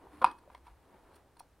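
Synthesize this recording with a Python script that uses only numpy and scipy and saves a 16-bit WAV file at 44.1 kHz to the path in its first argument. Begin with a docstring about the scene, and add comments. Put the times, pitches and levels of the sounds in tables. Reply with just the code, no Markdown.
"""A soft rustle of hand and sleeve, close up in a small furnished room: a plastic makeup case is handled.
A tray rubs on its hinge, the catch scrapes, and the case judders and snaps open with a short rattle.
Fingers and trays then make small taps and ticks. Knocks clack the hollow shell and ring the trays, with
a faint low ring of the room; friction is noise sung through the resonances of the rubbed part.
Underneath lie the whisper of sliding plastic, a low hum and faint hiss."""
import sys
import numpy as np
from scipy import signal
from scipy.fft import rfft, irfft
from scipy.io import wavfile
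from scipy.ndimage import uniform_filter1d

SR = 44100
rng = np.random.default_rng(int(sys.argv[2]) if len(sys.argv) > 2 else 0)


def to_wav(sig):
    """Store sig (one row per channel, or 1-D mono) as 16-bit WAV at the path in sys.argv[1].

    Samples outside -1..1 are clipped; the rate is SR.
    """
    pcm = np.clip(np.atleast_2d(sig), -1, 1) * 32767
    pcm = np.round(pcm).astype(np.int16)
    wavfile.write(sys.argv[1], SR, pcm.T)  # frames by channels


N = 70560

# hand and sleeve: envelope (t/s, level/dB) and EQ (f/Hz, level/dB)
RUSTLE_ENV = [(0, -62.5), (.03, -58), (.11, -64), (.2, -62.5), (.38, -72.5), (.5, -63), (.6, -70.5),
              (.8, -69.5), (.87, -66.5), (.945, -59), (1.01, -66.5), (1.11, -62.5), (1.21, -66.5),
              (1.32, -73), (1.43, -65.5), (1.48, -75), (1.6, -74.5)]
RUSTLE_EQ = [(60, -20.5), (200, -3), (330, 5), (620, 0), (900, 2), (1300, -9), (2500, -20), (6000, -38),
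             (16000, -37.5)]
# trays sliding over each other: envelope (t/s, level/dB) and EQ (f/Hz, level/dB)
SLIDE_ENV = [(0, -76), (.11, -69.5), (.135, -64.5), (.21, -63.5), (.25, -62), (.48, -82.5), (.53, -66),
             (.6, -80.5), (.68, -67), (.74, -75.5), (1.1, -72.5), (1.17, -67), (1.25, -82), (1.6, -82)]
SLIDE_EQ = [(100, -21), (600, -5.5), (1100, 1), (2000, -8), (4200, -18), (6500, -28), (9800, -18),
            (12000, -24), (16000, -33)]
# envelope of the low hum: t/s, level/dB
HUM_ENV = [(0, -84), (.06, -67), (.45, -67.5), (.72, -59), (.8, -74), (.93, -71), (1.02, -70.5), (1.6, -71)]
# hiss of still air: f/Hz, level/dB
AIR_EQ = [(15, -5.5), (35, -10), (70, 0.5), (110, -3), (250, -15), (500, -12.5), (900, -19), (1400, -19),
          (2600, -27.5), (6000, -32.5), (10000, -32.5), (13000, -35.5), (16000, -37.5)]
# knocks on the case: t/s, level/dB, bass/dB, treble/dB, shell pitch/Hz
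KNOCK_CUES = [(0.069, -48, -6, -17, 890), (0.2183, -39, -10, 12.5, 990), (0.2249, -27.5, -4, -3.5, 1100),
              (.2345, -33.5, 2, -25, 886), (0.2437, -6.5, 0.5, -1.5, 974.5), (.436, -53.5, 5, -6, 966),
              (.476, -50, 0.5, -13, 600), (0.501, -46, 1, -2.5, 1000), (0.5495, -42.5, -9, -3, 980),
              (.669, -50.5, 1, 8, 971), (0.68, -45, -6, -8, 960), (1.368, -54, 2, 6, 930),
              (1.4055, -41.5, 6, -11, 900)]
# dead clack of the hollow shell: f/Hz, level/dB
SHELL_EQ = [(60, -52.5), (180, -23.5), (300, -26.5), (570, -23.5), (750, -3.5), (975, 6), (1170, -6),
            (1430, -11.5), (1800, -22.5), (2600, -22.5), (3600, -23.5), (5000, -38.5), (7600, -49.5),
            (8900, -37.5), (10100, -36.5), (11500, -56.5), (16000, -60)]
# ring of the trays, with a faint low ring of the room near 330 Hz: f/Hz, level/dB, t60/s
TRAY_AND_ROOM_MODES = [(330, -53, .35), (946, -23, .13), (1190, -37, .13), (1370, -36, .11),
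                       (1640, -43, .14), (2505, -32, .06), (2535, -46.5, 0.28), (4135, -50, .17),
                       (4800, -52, .15)]
# turning hinge: envelope (t/s, level/dB) and resonances (f/Hz, level/dB)
HINGE_ENV = [(.10, -79), (.13, -59.5), (.2, -61), (.24, -80)]
HINGE_MODES = [(298, 2), (1080, 2), (2000, -16), (4250, -20), (9800, -18.5)]
# catch scraping before it lets go: envelope (t/s, level/dB) and resonances (f/Hz, level/dB)
CATCH_ENV = [(.212, -77), (.217, -32.5), (.226, -31), (.232, -35), (.236, -72)]
CATCH_MODES = [(630, -1.5), (1075, -1.5), (1260, -4), (3300, -21.5)]
# loose trays after the snap: t/s, level/dB
RATTLE_ENV = [(.25, -60), (.258, -41), (.285, -50), (.34, -75.5)]
# resonances of a tray's rim: f/Hz, level/dB
RIM_MODES = [(1000, 5), (1620, 4.5), (2050, -2), (2550, -2.5), (3370, -1), (4200, -1.5), (4720, -4.5),
             (5550, -5), (8500, -5.5), (9400, -1.5), (10600, -7.5)]
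# light scuffs of the rim: peak t/s, level/dB, half length/s, tilt/(dB per octave)
SCUFF_CUES = [(.313, -49.5, 0.0021, -4), (.386, -62.5, 0.0047, -1), (0.5485, -44.5, 0.0011, -7),
              (0.578, -59, 0.0035, -3.5), (0.67, -56, 0.0076, -4.5), (1.143, -64, 0.0038, -1),
              (1.161, -63.5, 0.0075, 8.5), (1.37, -62.5, .002, 1), (1.398, -51.5, .0045, 6.5)]
# room reverb: f/Hz, level/dB, t60/s
ROOM_BANDS = [(119, -5, 0.44), (352, -0.5, 0.4), (650, -15, 0.17), (990, -16.5, 0.31), (1600, -6.5, 0.13),
              (2620, -11, 0.18), (4500, -9.5, 0.2), (7000, -7.5, 0.12), (10000, -19, .2),
              (15820, -20.5, .12)]
# microphone pair: f/Hz, left minus right/dB, likeness/(0-1)
MIC_PAIR = [(60, 0.5, 0.92), (900, 0, 0.92), (2310, 1.5, 1), (3300, -4, 0.85), (4930, -5, 0.7),
            (7000, -1.5, 0.7), (9000, 6, 0.6), (13000, -1.5, .88)]

SHELL_PEAK_HZ, RIM_WIDTH_HZ = 975, 190


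def amp(db):
    """Decibels to gain."""
    return 10 ** (np.asarray(db) / 20)


def unit(x):
    """Scales to rms 1."""
    return x / np.sqrt(np.mean(x ** 2) + 1e-20)


def lookup(table, hz, column=1):
    """One column of a table, interpolated over log frequency."""
    columns = np.transpose(table)
    return np.interp(np.log(hz + 1), np.log(columns[0] + 1), columns[column])


def envelope(curve):
    """Gain over time from (t/s, level/dB) points."""
    return amp(np.interp(np.arange(N) / SR, *np.transpose(curve)))


def gated(curve):
    """Envelope of a short move, silent before and after."""
    t = np.arange(N) / SR
    return envelope(curve) * (t > curve[0][0]) * (t < curve[-1][0])


def add(mix, s, sound):
    """Mixes a sound in at time s."""
    part = mix[round(s * SR):][:len(sound)]
    part += sound[:len(part)]


def eq_impulse(eq, size=4096):
    """Tightest (minimum-phase) impulse with the given EQ."""
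    log_gain = np.log(amp(lookup(eq, abs(np.fft.fftfreq(size, 1 / SR)))))
    spectrum = np.exp(np.conj(signal.hilbert(log_gain)))
    return np.fft.ifft(spectrum).real[:size // 2]


def stereo(a, b, eq):
    """Two unrelated signals become mid and side of one narrow, equalised sound."""
    hz = np.fft.rfftfreq(len(a), 1 / SR)
    likeness = np.clip(lookup(MIC_PAIR, hz, column=2), 0, 1)
    mid = rfft(a) * np.sqrt((1 + likeness) / 2)
    side = rfft(b) * np.sqrt((1 - likeness) / 2)
    return irfft(np.array([mid + side, mid - side]) * amp(lookup(eq, hz)), len(a))


def resonator(modes, width_hz, tilt_db=0, attack_s=0.00062):
    """Damped ring of a plastic part, with energy 1; the tilt is per octave."""
    t = np.arange(SR // 10) / SR
    ring = sum(amp(db + tilt_db * np.log2(hz)) * np.cos(2 * np.pi * hz * t) for hz, db in modes)
    ring *= np.exp(-np.pi * width_hz * t) * (1 - np.exp(-t / attack_s))
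    return ring / np.linalg.norm(ring)


def rustle():
    """Hand and sleeve brush in dull swells of noise."""
    return envelope(RUSTLE_ENV) * unit(stereo(*rng.standard_normal((2, N)), RUSTLE_EQ))


def tray_slide(slips_per_s=6000, spread_db=-1):
    """Tiny slips of plastic on plastic blur into a whisper."""
    slips = rng.standard_normal((2, N)) * (rng.random((2, N)) < slips_per_s / SR)
    slips *= amp(spread_db * np.clip(rng.standard_normal((2, N)), -2, 2))
    return envelope(SLIDE_ENV) * unit(stereo(*slips, SLIDE_EQ))


def room_tone(hum_hz=61, wander_hz=8.9, flutter_depth=.3, air_db=-68.5):
    """The bed: a low hum wavering in pitch and level, in steady hiss."""
    drift, flutter = (unit(uniform_filter1d(uniform_filter1d(noise, size=1500), size=1500))
                      for noise in rng.standard_normal((2, N)))
    phase = 2 * np.pi * np.cumsum(hum_hz + wander_hz * drift) / SR
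    hum = np.sin(phase) * (1 + flutter_depth * flutter)
    hiss = stereo(*rng.standard_normal((2, N)), AIR_EQ)
    return envelope(HUM_ENV) * unit(hum) + amp(air_db) * unit(hiss)


def knock_ring(shell_hz):
    """The shell's clack, pitched by where it is struck; the trays ring on, and faintly the room."""
    t = np.arange(SR // 3) / SR
    ring = sum(amp(db - 60 * t / t60) * np.sin(2 * np.pi * hz * t) for hz, db, t60 in TRAY_AND_ROOM_MODES)
    clack = eq_impulse([(hz * shell_hz / SHELL_PEAK_HZ, db) for hz, db in SHELL_EQ])
    add(ring, 0, clack / abs(clack).max())
    return ring


def knocks(crossover_hz=2200, grit_s=0.00097, grit_db=-1, rebound_s=.00463, rebound_db=-8):
    """Taps and the snap: a rounded push with grit on top, then a weaker rebound the other way."""
    out, t = np.zeros(N), np.arange(SR // 25) / SR
    push = signal.lfilter(*signal.butter(2, crossover_hz, fs=SR), signal.unit_impulse(len(t)))
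    highpass = signal.butter(2, crossover_hz, "high", fs=SR)
    for s, db, bass_db, treble_db, shell_hz in KNOCK_CUES:
        burst = rng.standard_normal(len(t)) * t * np.exp(-t / grit_s)
        grit = signal.lfilter(*highpass, amp(grit_db) * burst / np.linalg.norm(burst))
        hardness = eq_impulse([(450, bass_db), (856, 0), (1250, 0), (3500, treble_db)])  # two shelves
        contact = signal.fftconvolve(push + grit, hardness)
        knock = amp(db) * signal.fftconvolve(contact, knock_ring(shell_hz))
        add(out, s, knock)
        add(out, s + rebound_s, -amp(rebound_db) * knock)
    return out


def rub(curve, modes, width_hz):
    """Friction sings in the resonances of the hinge or the catch."""
    return gated(curve) * signal.fftconvolve(rng.standard_normal(N), resonator(modes, width_hz))[:N]


def tray_rattle(taps_per_s=640):
    """Loose trays chatter on their rims as the snap dies away."""
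    taps = unit(rng.choice([-1., 1.], N) * (rng.random(N) < taps_per_s / SR))
    dull_rim = resonator(RIM_MODES, RIM_WIDTH_HZ, tilt_db=-7)
    return signal.fftconvolve(taps * gated(RATTLE_ENV), dull_rim)[:N]


def rim_scuffs(bare_grit_db=-16.5):
    """Ticks: friction swells and fades within milliseconds and rings a tray's rim."""
    out, t = np.zeros(N), np.arange(-SR // 25, SR // 25) / SR
    for s, db, half_s, tilt_db in SCUFF_CUES:
        swell = 1 / np.cosh(2 * t / half_s)
        grit = rng.standard_normal(len(t)) * swell
        scuff = signal.fftconvolve(grit, resonator(RIM_MODES, RIM_WIDTH_HZ, tilt_db))
        add(scuff, 0, amp(bare_grit_db + 2 * tilt_db) * grit)  # bright scuffs carry more bare friction
        add(out, s + t[0], amp(db) * scuff * np.linalg.norm(swell) / np.linalg.norm(scuff))
    return out


def room_reverb(x, predelay_s=0.0027, rise_s=.004):
    """Dense reflections that die at their own speed in each band."""
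    size = SR // 2
    hz, frame_s, bands = signal.stft(rng.choice([-1., 1.], (2, size)), SR, nperseg=256)
    t60 = lookup(ROOM_BANDS, hz, column=2)[:, None]
    decay = np.exp(-np.log(1000) * frame_s / t60)
    equal_energy = np.sqrt(2 * np.log(1000) / (t60 * SR))
    _, reflections = signal.istft(bands * decay * equal_energy, SR, nperseg=256)
    tail = stereo(*reflections[:, :size], ROOM_BANDS)
    t = np.arange(size) / SR
    fade_in = np.clip((t - predelay_s) / rise_s, 0, 1)
    fade_out = 1 - (t / t[-1]) ** 2
    return signal.fftconvolve(x[None], tail * fade_in * fade_out, axes=1)[:, :N]


def scene():
    """The case and its reverb, over handling noise and room tone."""
    hinge = rub(HINGE_ENV, HINGE_MODES, width_hz=50)
    catch = rub(CATCH_ENV, CATCH_MODES, width_hz=70)
    case = knocks() + rim_scuffs() + tray_rattle() + hinge + catch
    return case + room_reverb(case) + tray_slide() + rustle() + room_tone()


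def record(dry):
    """The microphones lean left or right by band, mostly in the treble; a steep high cut follows."""
    pan_db = lookup(MIC_PAIR, np.fft.rfftfreq(N, 1 / SR)) / 2
    panned = irfft(rfft(dry) * amp([pan_db, -pan_db]), N)
    high_cut = signal.firwin(511, cutoff=15900, window=("kaiser", 9), fs=SR)
    return signal.oaconvolve(panned, high_cut[None], "same")


dry = scene()
out = record(dry)
to_wav(out)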